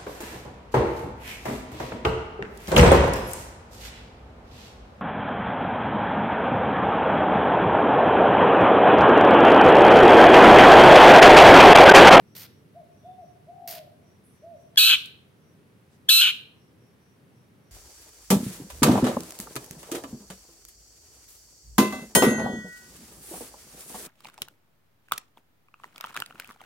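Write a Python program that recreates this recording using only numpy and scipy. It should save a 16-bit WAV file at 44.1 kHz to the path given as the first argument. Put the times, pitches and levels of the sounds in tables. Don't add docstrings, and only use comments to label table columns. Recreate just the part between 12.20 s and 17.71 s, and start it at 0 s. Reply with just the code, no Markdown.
import sys
import numpy as np
from scipy import signal
from scipy.fft import rfft, irfft, next_fast_len
from scipy.io import wavfile
from scipy.ndimage import uniform_filter1d, map_coordinates

SR = 44100
rng = np.random.default_rng(int(sys.argv[2]) if len(sys.argv) > 2 else 0)


def file_out(sig):
    cols = np.atleast_2d(sig).T
    lim = np.clip(cols, -1, 1)
    pcm = np.round(lim * 32767).astype(np.int16)
    wavfile.write(sys.argv[1], SR, pcm)


N = 242991

# frequency in Hz, time to die by 60 dB in seconds.
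PORCH_DECAY = [(500, .4), (1500, 0.45), (2800, 0.43), (3900, 0.45), (6000, 0.3), (13000, 0.39),
               (15500, 0.18)]


def amp(db):
    return 10 ** (np.asarray(db) / 20)


def unit(x):
    return x / np.sqrt(np.mean(x ** 2) + 1e-20)


def along(points, hz):
    f, v = np.transpose(points)
    return np.interp(np.log(hz + 1), np.log(f), v)


def add(track, s, x):
    start = max(round(s * SR), 0)
    part = track[..., start:start + x.shape[-1]]
    part += x[..., :part.shape[-1]]


def wobble(rate, size):
    knots = rng.standard_normal(int(size * rate / SR) + 4)
    return map_coordinates(knots, [np.arange(size) * rate / SR])


def fade(t, edge):
    return np.clip(np.minimum(t - t[0], t[-1] - t) / edge, 0, 1)


def ramp(t, length):
    return np.clip(t / length, 0, 1)


def filtered(x, response):
    size = x.shape[-1]
    m = next_fast_len(size + SR // 4)
    return irfft(rfft(x, m) * response(np.fft.rfftfreq(m, 1 / SR)), m)[..., :size]


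def resonate(x, spectrum, size=2048):
    cepstrum = irfft(np.log(amp(along(spectrum, np.fft.rfftfreq(size, 1 / SR)))))
    cepstrum[1:size // 2] *= 2
    cepstrum[size // 2 + 1:] = 0
    ringing = irfft(np.exp(rfft(cepstrum)))
    return signal.fftconvolve(x, ringing)[:len(x)]


def band(size, centre_hz, octaves):
    noise = rng.standard_normal((2, size))
    return unit(filtered(noise, lambda f: np.exp(-(np.log2((f + 1) / centre_hz) / octaves) ** 2)))


def echo(x, decay, delay):
    hz, t, z = signal.stft(rng.standard_normal((2, SR)), SR, nperseg=256)
    dying = z * amp(-60 * t / along(decay, hz)[:, None])
    tail = signal.istft(dying, SR, nperseg=256)[1]
    tail = np.pad(tail / np.linalg.norm(tail[0]), ((0, 0), (round(delay * SR), 0)))
    return signal.fftconvolve(np.atleast_2d(x), tail, axes=1)[:, :N]


def steady(x, size=700):
    return x / np.sqrt(np.abs(uniform_filter1d(x ** 2, size)) + 1e-12)


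def neighbourhood(level_db=-57.5, swell_db=1):
    # frequency in Hz, level in dB.
    air_colour = [(15, -74), (25, -37), (48, -26), (87, -3.5), (141, 0), (301, -8.5), (344, -9.5),
                  (394, -8), (659, -19), (2000, -24), (5000, -34), (5730, -33.5), (7110, -38.5),
                  (9570, -33), (16000, -37)]
    # frequency in Hz, likeness from -1 to 1.
    likeness = [(60, 0.91), (180, 0.83), (550, 0.49), (1650, -0.08), (4970, 0.37), (15000, -0.37)]
    # time in seconds, level in dB.
    rumble_level = [(0, 2), (.55, 1.5), (.7, 0.5), (5.5, -.5)]

    def mid_side(f):
        angle = np.arccos(np.clip(along(likeness, f), -1, 1)) / 2
        return amp(along(air_colour, f)) * [np.cos(angle), np.sin(angle)]

    mid, side = filtered(rng.standard_normal((2, N)), mid_side)
    air = unit(np.array([mid + side, mid - side]))
    rumble = filtered(air, lambda f: 1 / (1 + (f / 600) ** 4))
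    hiss = air - rumble
    swell = np.interp(np.arange(N) / SR, *np.transpose(rumble_level)) + swell_db * wobble(8.1, N)
    return amp(level_db) * (rumble * amp(swell) + hiss)


def far_birds(cheep_s=.21):
    # start in seconds, level in dB, pitch in Hz.
    cheeps = [(.03, -73.5, 5700), (.24, -74.5, 5650), (.70, -76, 5800), (.78, -73.5, 3520),
              (.97, -75, 5720), (1.80, -74.5, 5720), (2.08, -75, 5780), (2.32, -74.5, 5800),
              (3.18, -76.5, 5750), (4.34, -77, 5570), (4.56, -76, 5590), (4.78, -75, 5750),
              (5.10, -78, 5650), (5.40, -75.5, 5720)]
    lisp_at_s, lisp_s, lisp_db, lisp_fade_db_per_s = 2.033, 0.15, -62.5, 70
    out, size = np.zeros((2, N)), round(cheep_s * SR)
    for s, db, hz in cheeps:
        add(out, s, amp(db) * band(size, hz, octaves=0.062) * np.sqrt(np.abs(np.hanning(size))))
    t = np.arange(0, lisp_s, 1 / SR)
    lisp = band(len(t), 10000, octaves=0.26) * fade(t, 0.023)
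    add(out, lisp_at_s, amp(lisp_db - lisp_fade_db_per_s * t) * lisp)
    return out


def puffs(sputter_db=2.0, spread_db=-5, porch_db=-12):
    # start in seconds, length in seconds, fizz level in dB, rush level in dB,
    # surge (or, if negative, lag) of the opening jet's fizz in dB.
    puff_rows = [(0.15, .118, -42.5, -51, -4.5), (1.475, .119, -40, -47.5, 3.5)]
    # frequency in Hz, level in dB.
    fizz_colour = [(3000, -31), (4700, -6.5), (6500, -8), (7900, -14), (9200, -7.5), (11200, -11),
                   (12000, 2.5), (12700, -7.5), (13600, -1.5), (15400, -8)]
    # frequency in Hz, level in dB.
    rush_colour = [(120, -38), (400, -5), (1100, -8), (2100, -2.5), (3500, -3), (4600, -1), (6000, -14),
                   (9000, -35)]
    surge_s = .025
    fizz_fade_db, rush_fade_db = 15.5, 3.5
    out = np.zeros((2, N))
    for s, length, fizz_db, rush_db, surge_db in puff_rows:
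        t = np.arange(0, length, 1 / SR)
        spent = (t / length) ** 3
        sputter = sputter_db * wobble(350, len(t))
        fizz = fizz_db + surge_db * np.exp(-t / surge_s) - fizz_fade_db * spent
        rush = rush_db - rush_fade_db * spent
        for db, colour in (fizz, fizz_colour), (rush, rush_colour):
            jet = rng.standard_normal(len(t)) + amp(spread_db) * rng.standard_normal((2, len(t)))
            jet = unit(filtered(jet, lambda f: amp(along(colour, f))))
            add(out, s, jet * amp(db + sputter) * fade(t, 0.0018))
    walls = echo(out, PORCH_DECAY, delay=0.009)
    walls = filtered(walls, lambda f: amp(along([(4000, 2.0), (12000, -2.5)], f)))
    return out + amp(porch_db) * walls


def ticks(t60=.014, porch_db=-12):
    # start in seconds, nominal peak in dB, centre in Hz.
    tick_rows = [(0.167, -36.5, 2997), (0.234, -34.5, 4700), (1.509, -28.5, 9000), (1.582, -35, 2997),
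                 (2.559, -34, 2200), (2.858, -34, 5505), (3.894, -28, 450)]
    out, t = np.zeros((2, N)), np.arange(SR // 20) / SR
    for s, db, hz in tick_rows:
        add(out, s, band(len(t), hz, octaves=1.6) * amp(db - 5.5 - 60 * t / t60))
    return out + amp(porch_db) * echo(out, PORCH_DECAY, delay=.008)


def arch(length, top_hz, db, fall_s, roll, dip_db):
    rise_s, rise_hz, fall_hz = 0.016, 180, 159.3
    attack_s, attack_db, fall_db = .021, 15, 12.5
    roll_from_s, roll_until_s, roll_edge_s = .052, 0.32, 0.02
    choke_db, recover_s = 14, .22
    dip_at, dip_width = .56, .11
    t = np.arange(0, length, 1 / SR)
    fall = ramp(t - length + fall_s, fall_s) ** 2
    pitch = top_hz - rise_hz * np.exp(-t / rise_s) - fall_hz * fall
    roll_in = ramp(t - roll_from_s + roll_edge_s / 2, roll_edge_s)
    roll_out = ramp(roll_until_s + roll_edge_s / 2 - t, roll_edge_s)
    depth = roll * roll_in * roll_out
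    edges = attack_db * (1 - ramp(t, attack_s)) + fall_db * fall ** 2
    dip = dip_db * np.exp(-((t / length - dip_at) / dip_width) ** 2)
    choke = choke_db * depth * (1 - ramp(t, recover_s))
    return t, pitch, db - edges - dip - choke, depth


def dove(roll_hz=46, roll_bend=.07, yard_db=-8):
    # start in seconds, length in seconds, top pitch in Hz, level in dB,
    # length of the closing fall in seconds, throat roll from 0 to 1, dip in the middle in dB.
    coos = [(.545, .083, 725.4, -45.5, .06, 0.06, 12), (.836, .213, 737.7, -45.5, 0.059, .05, 13),
            (1.269, .386, 724.4, -45.5, .26, .95, -0.5), (2.22, .152, 685.7, -46, .07, .05, 2.5)]
    # frequency in Hz, time to die by 60 dB in seconds.
    yard_decay = [(500, 0.91), (6000, 0.17)]
    voice = np.zeros(N)
    for s, *shape in coos:
        t, pitch, db, depth = arch(*shape)
        roll_rate = roll_hz * (1 + .22 * wobble(45, len(t)))
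        roll = np.clip(depth, 0, 1) * np.sin(2 * np.pi * np.cumsum(roll_rate) / SR)
        bend = 1 + roll_bend * (roll - depth / 2) + 0.0019 * wobble(55, len(t))
        phase = 2 * np.pi * np.cumsum(pitch * bend) / SR
        note = unit((1 + 0.49 * roll) * np.sin(phase))
        add(voice, s, amp(db) * note * fade(t, 0.002))
    return voice + amp(yard_db) * echo(voice, yard_decay, delay=0.014)


def rustles():
    # start in seconds, level in dB, centre in Hz, length in seconds.
    rustle_rows = [(2.114, -73.5, 9000, 0.1), (2.376, -73, 10100, .08), (2.847, -58, 11050, .04),
                   (3.681, -70.5, 5500, 0.12), (4.93, -81, 9500, .4)]
    out = np.zeros((2, N))
    for s, db, hz, length in rustle_rows:
        size = round(length * SR)
        add(out, s, amp(db) * band(size, hz, octaves=1.095) * np.hanning(size))
    return out


def effort(length, db, pitch, rough, break_s, push, closing_s, fade_db_per_s):
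    attack_s, attack_db = .004, 20
    note_s, note_hz, note_db, note_rough, note_gape = .0105, 1736.5, 3, .22, .6
    scoop_hz, scoop_s = 219.5, .003
    crack_rough, crack_s = .55, .022
    sag_db_per_s = 18
    climb_hz_per_s, sink_hz_per_s = 400, 1200
    break_db, break_hz, break_settle_s = 2, 190.7, .025
    rattle_open, rattle_shut, break_rough = 0.37, .6, .42
    release_s, release_db, release_hz = .016, 8.5, 382
    t = np.arange(0, length, 1 / SR)
    note = 1 - ramp(t - note_s + attack_s / 2, attack_s)
    since = np.maximum(t - break_s, 0)
    before = t - since
    broken = ramp(since, attack_s)
    release = ramp(t - length + release_s, release_s)
    db = db - attack_db * (1 - ramp(t, attack_s)) + note_db * note - sag_db_per_s * before
    db = db + break_db * push * broken - fade_db_per_s * since - release_db * release
    pitch = pitch + climb_hz_per_s * before - sink_hz_per_s * since
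    pitch = pitch + break_hz * push * broken * np.exp(-since / break_settle_s) - release_hz * release
    crack = crack_rough * np.exp(-np.abs(t - note_s) / crack_s)
    rough = rough + (1 - rough) * crack + break_rough * broken
    rattle = rattle_open + (rattle_shut - rattle_open) * broken
    gape = .5 - .5 * np.tanh(2 * (t - break_s) / closing_s)
    scooped_hz = note_hz - scoop_hz * np.exp(-t / scoop_s)

    def opening(first, later):
        return note * first + (1 - note) * later

    return (t, db, opening(scooped_hz, pitch), opening(note_rough, rough),
            opening(0, rattle), opening(note_gape, gape))


def pulses(pitch, scatter, size_db, count=8):
    phase = np.cumsum(pitch) / SR
    cycle = np.arange(1, int(phase[-1]))
    shift, strength = rng.standard_normal((2, len(cycle)))
    at = np.interp(cycle + shift * np.interp(cycle, phase, scatter), phase, np.arange(len(phase)))
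    size = amp(strength * np.interp(cycle, phase, size_db))
    taps = at.astype(int)[:, None] + np.arange(1 - count, count + 1)
    offset = taps - at[:, None]
    shape = size[:, None] * np.sinc(offset) * np.sinc(offset / count)
    return np.bincount(np.clip(taps, 0, len(phase) - 1).ravel(), shape.ravel(), len(phase))


def syrinx(pitch, rough, scatter=0.06, waver=.06, lurch=.04, size_db=4):
    wander = waver * wobble(900, len(pitch)) + lurch * wobble(110, len(pitch))
    return unit(pulses(pitch * np.exp(rough * wander), scatter * rough, size_db * rough))


def throat(source, gape, count=5):
    # open-bill frequency in Hz, its level in dB, shut-bill frequency in Hz, its level in dB.
    throat_peaks = [(760, -41, 610, -48.5), (1090, -22.5, 980, -21.5), (1380, -23.5, 1170, -18.5),
                    (1630, -14.5, 1550, -12.5), (2120, -29.5, 1950, -18.5), (2410, -8.5, 2480, -3),
                    (3230, -5.5, 3050, -0.5), (3840, 0, 3550, -7), (4418, -2.5, 4150, -14),
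                    (4817, -20, 4600, -26), (5600, -14, 4700, -22), (6050, -22.5, 5700, -30.5),
                    (6700, -16.5, 7000, -25), (7290, -22, 5500, -31), (9100, -11, 9900, -31),
                    (10300, -22, 10000, -30), (10900, -37, 12000, -40.5), (11796, -16, 11700, -27.5),
                    (13700, -10.5, 13000, -21), (15000, -17.5, 13500, -34.5), (16000, -38, 13000, -55)]
    open_hz, open_db, shut_hz, shut_db = np.transpose(throat_peaks)
    voice = 0
    for g in np.linspace(0, 1, count):
        colour = np.transpose([shut_hz + g * (open_hz - shut_hz), shut_db + g * (open_db - shut_db)])
        share = np.maximum(1 - np.abs(gape - g) * (count - 1), 0)
        voice = voice + share * unit(resonate(source, colour))
    return voice


def rasp(course, edge_db, interval=1.14, second_side=1.8, turbulence=0.9, fundamental_db=-6,
         rattle_hz=260, rattle_open_hz=400, rattle_db=7):
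    t, db, pitch, rough, rattle, gape = course
    rough, rattle, gape = np.clip([rough, rattle, gape], 0, 1)
    size = len(t)
    beats = syrinx(pitch, rough) + rough ** 2 * second_side * syrinx(interval * pitch, rough)
    beats = filtered(beats, lambda f: amp(along([(1500, fundamental_db), (2200, 0)], f)))
    source = beats + turbulence * rough ** 2 * rng.standard_normal(size)
    source = filtered(source, lambda f: amp(along([(4500, 0.002), (12000, edge_db)], f)))
    flutter_hz = (rattle_hz + (rattle_open_hz - rattle_hz) * gape) * np.exp(.3 * wobble(250, size))
    flutter = np.cumsum(flutter_hz) / SR
    source = source * amp(rattle_db * rattle * np.cos(2 * np.pi * flutter))
    return steady(throat(source, gape), size=400) * amp(db) * fade(t, 0.00078)


def shrike(cage_db=-5, porch_db=-15):
    # start in seconds, length in seconds, base level in dB, base pitch in Hz,
    # base roughness from 0 to 1, time until it breaks into a rattle in seconds, push at the break from 0 to 1,
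    # bill closing time in seconds, fade of the rattle in dB/s, pulse sharpness as treble in dB.
    rasp_rows = [(2.572, .186, -14.5, 1280, .56, .118, .5, .09, 24, 0.1),
                 (3.887, .227, -14.5, 1305, .32, .121, 0.96, .075, 78, 1.4)]
    # frequency in Hz, left over right in dB, left lead in radians.
    ports = np.array([(700, -1, 1), (1582, 4, 0.2), (2690, -3.5, 1.1), (3070, 10, 0.95), (3280, 0, 0.07),
                      (3840, -0.5, 1.5), (4520, -10.5, 2), (5300, 0.5, 3.5), (6670, 8.5, 1.9), (9300, 5, 2),
                      (10800, 1.5, 2.8), (13300, 2.5, 5.5), (15020, 1, 3)])
    voice, cage = np.zeros(N), np.zeros((2, N))
    for s, *shape, edge_db in rasp_rows:
        call = rasp(effort(*shape), edge_db)
        add(voice, s, call)
        add(cage, s, echo(call, [(1000, .03)], delay=0.000981))
    side = np.array([[1], [-1]])

    def port_response(f):
        level = amp(side * along(ports[:, :2], f) / 2)
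        lead = np.exp(1j * side * along(ports[:, ::2], f) / 2)
        return level * lead

    direct = filtered(voice, port_response)
    wall_colour = [(1500, 2.5), (2800, 1.5), (4000, 3), (6000, 6.5), (13000, -1.0)]  # (Hz, dB)
    walls = filtered(echo(voice, PORCH_DECAY, delay=.008), lambda f: amp(along(wall_colour, f)))
    return direct + amp(cage_db) * cage + amp(porch_db) * walls


def scene():
    return neighbourhood() + far_birds() + puffs() + ticks() + dove() + rustles() + shrike()


def record(dry, ceiling=.85, top_hz=15900):
    rounded = dry / (1 + (dry / ceiling) ** 6) ** (1 / 6)
    return filtered(rounded, lambda f: f < top_hz)


dry = scene()
out = record(dry)
file_out(out)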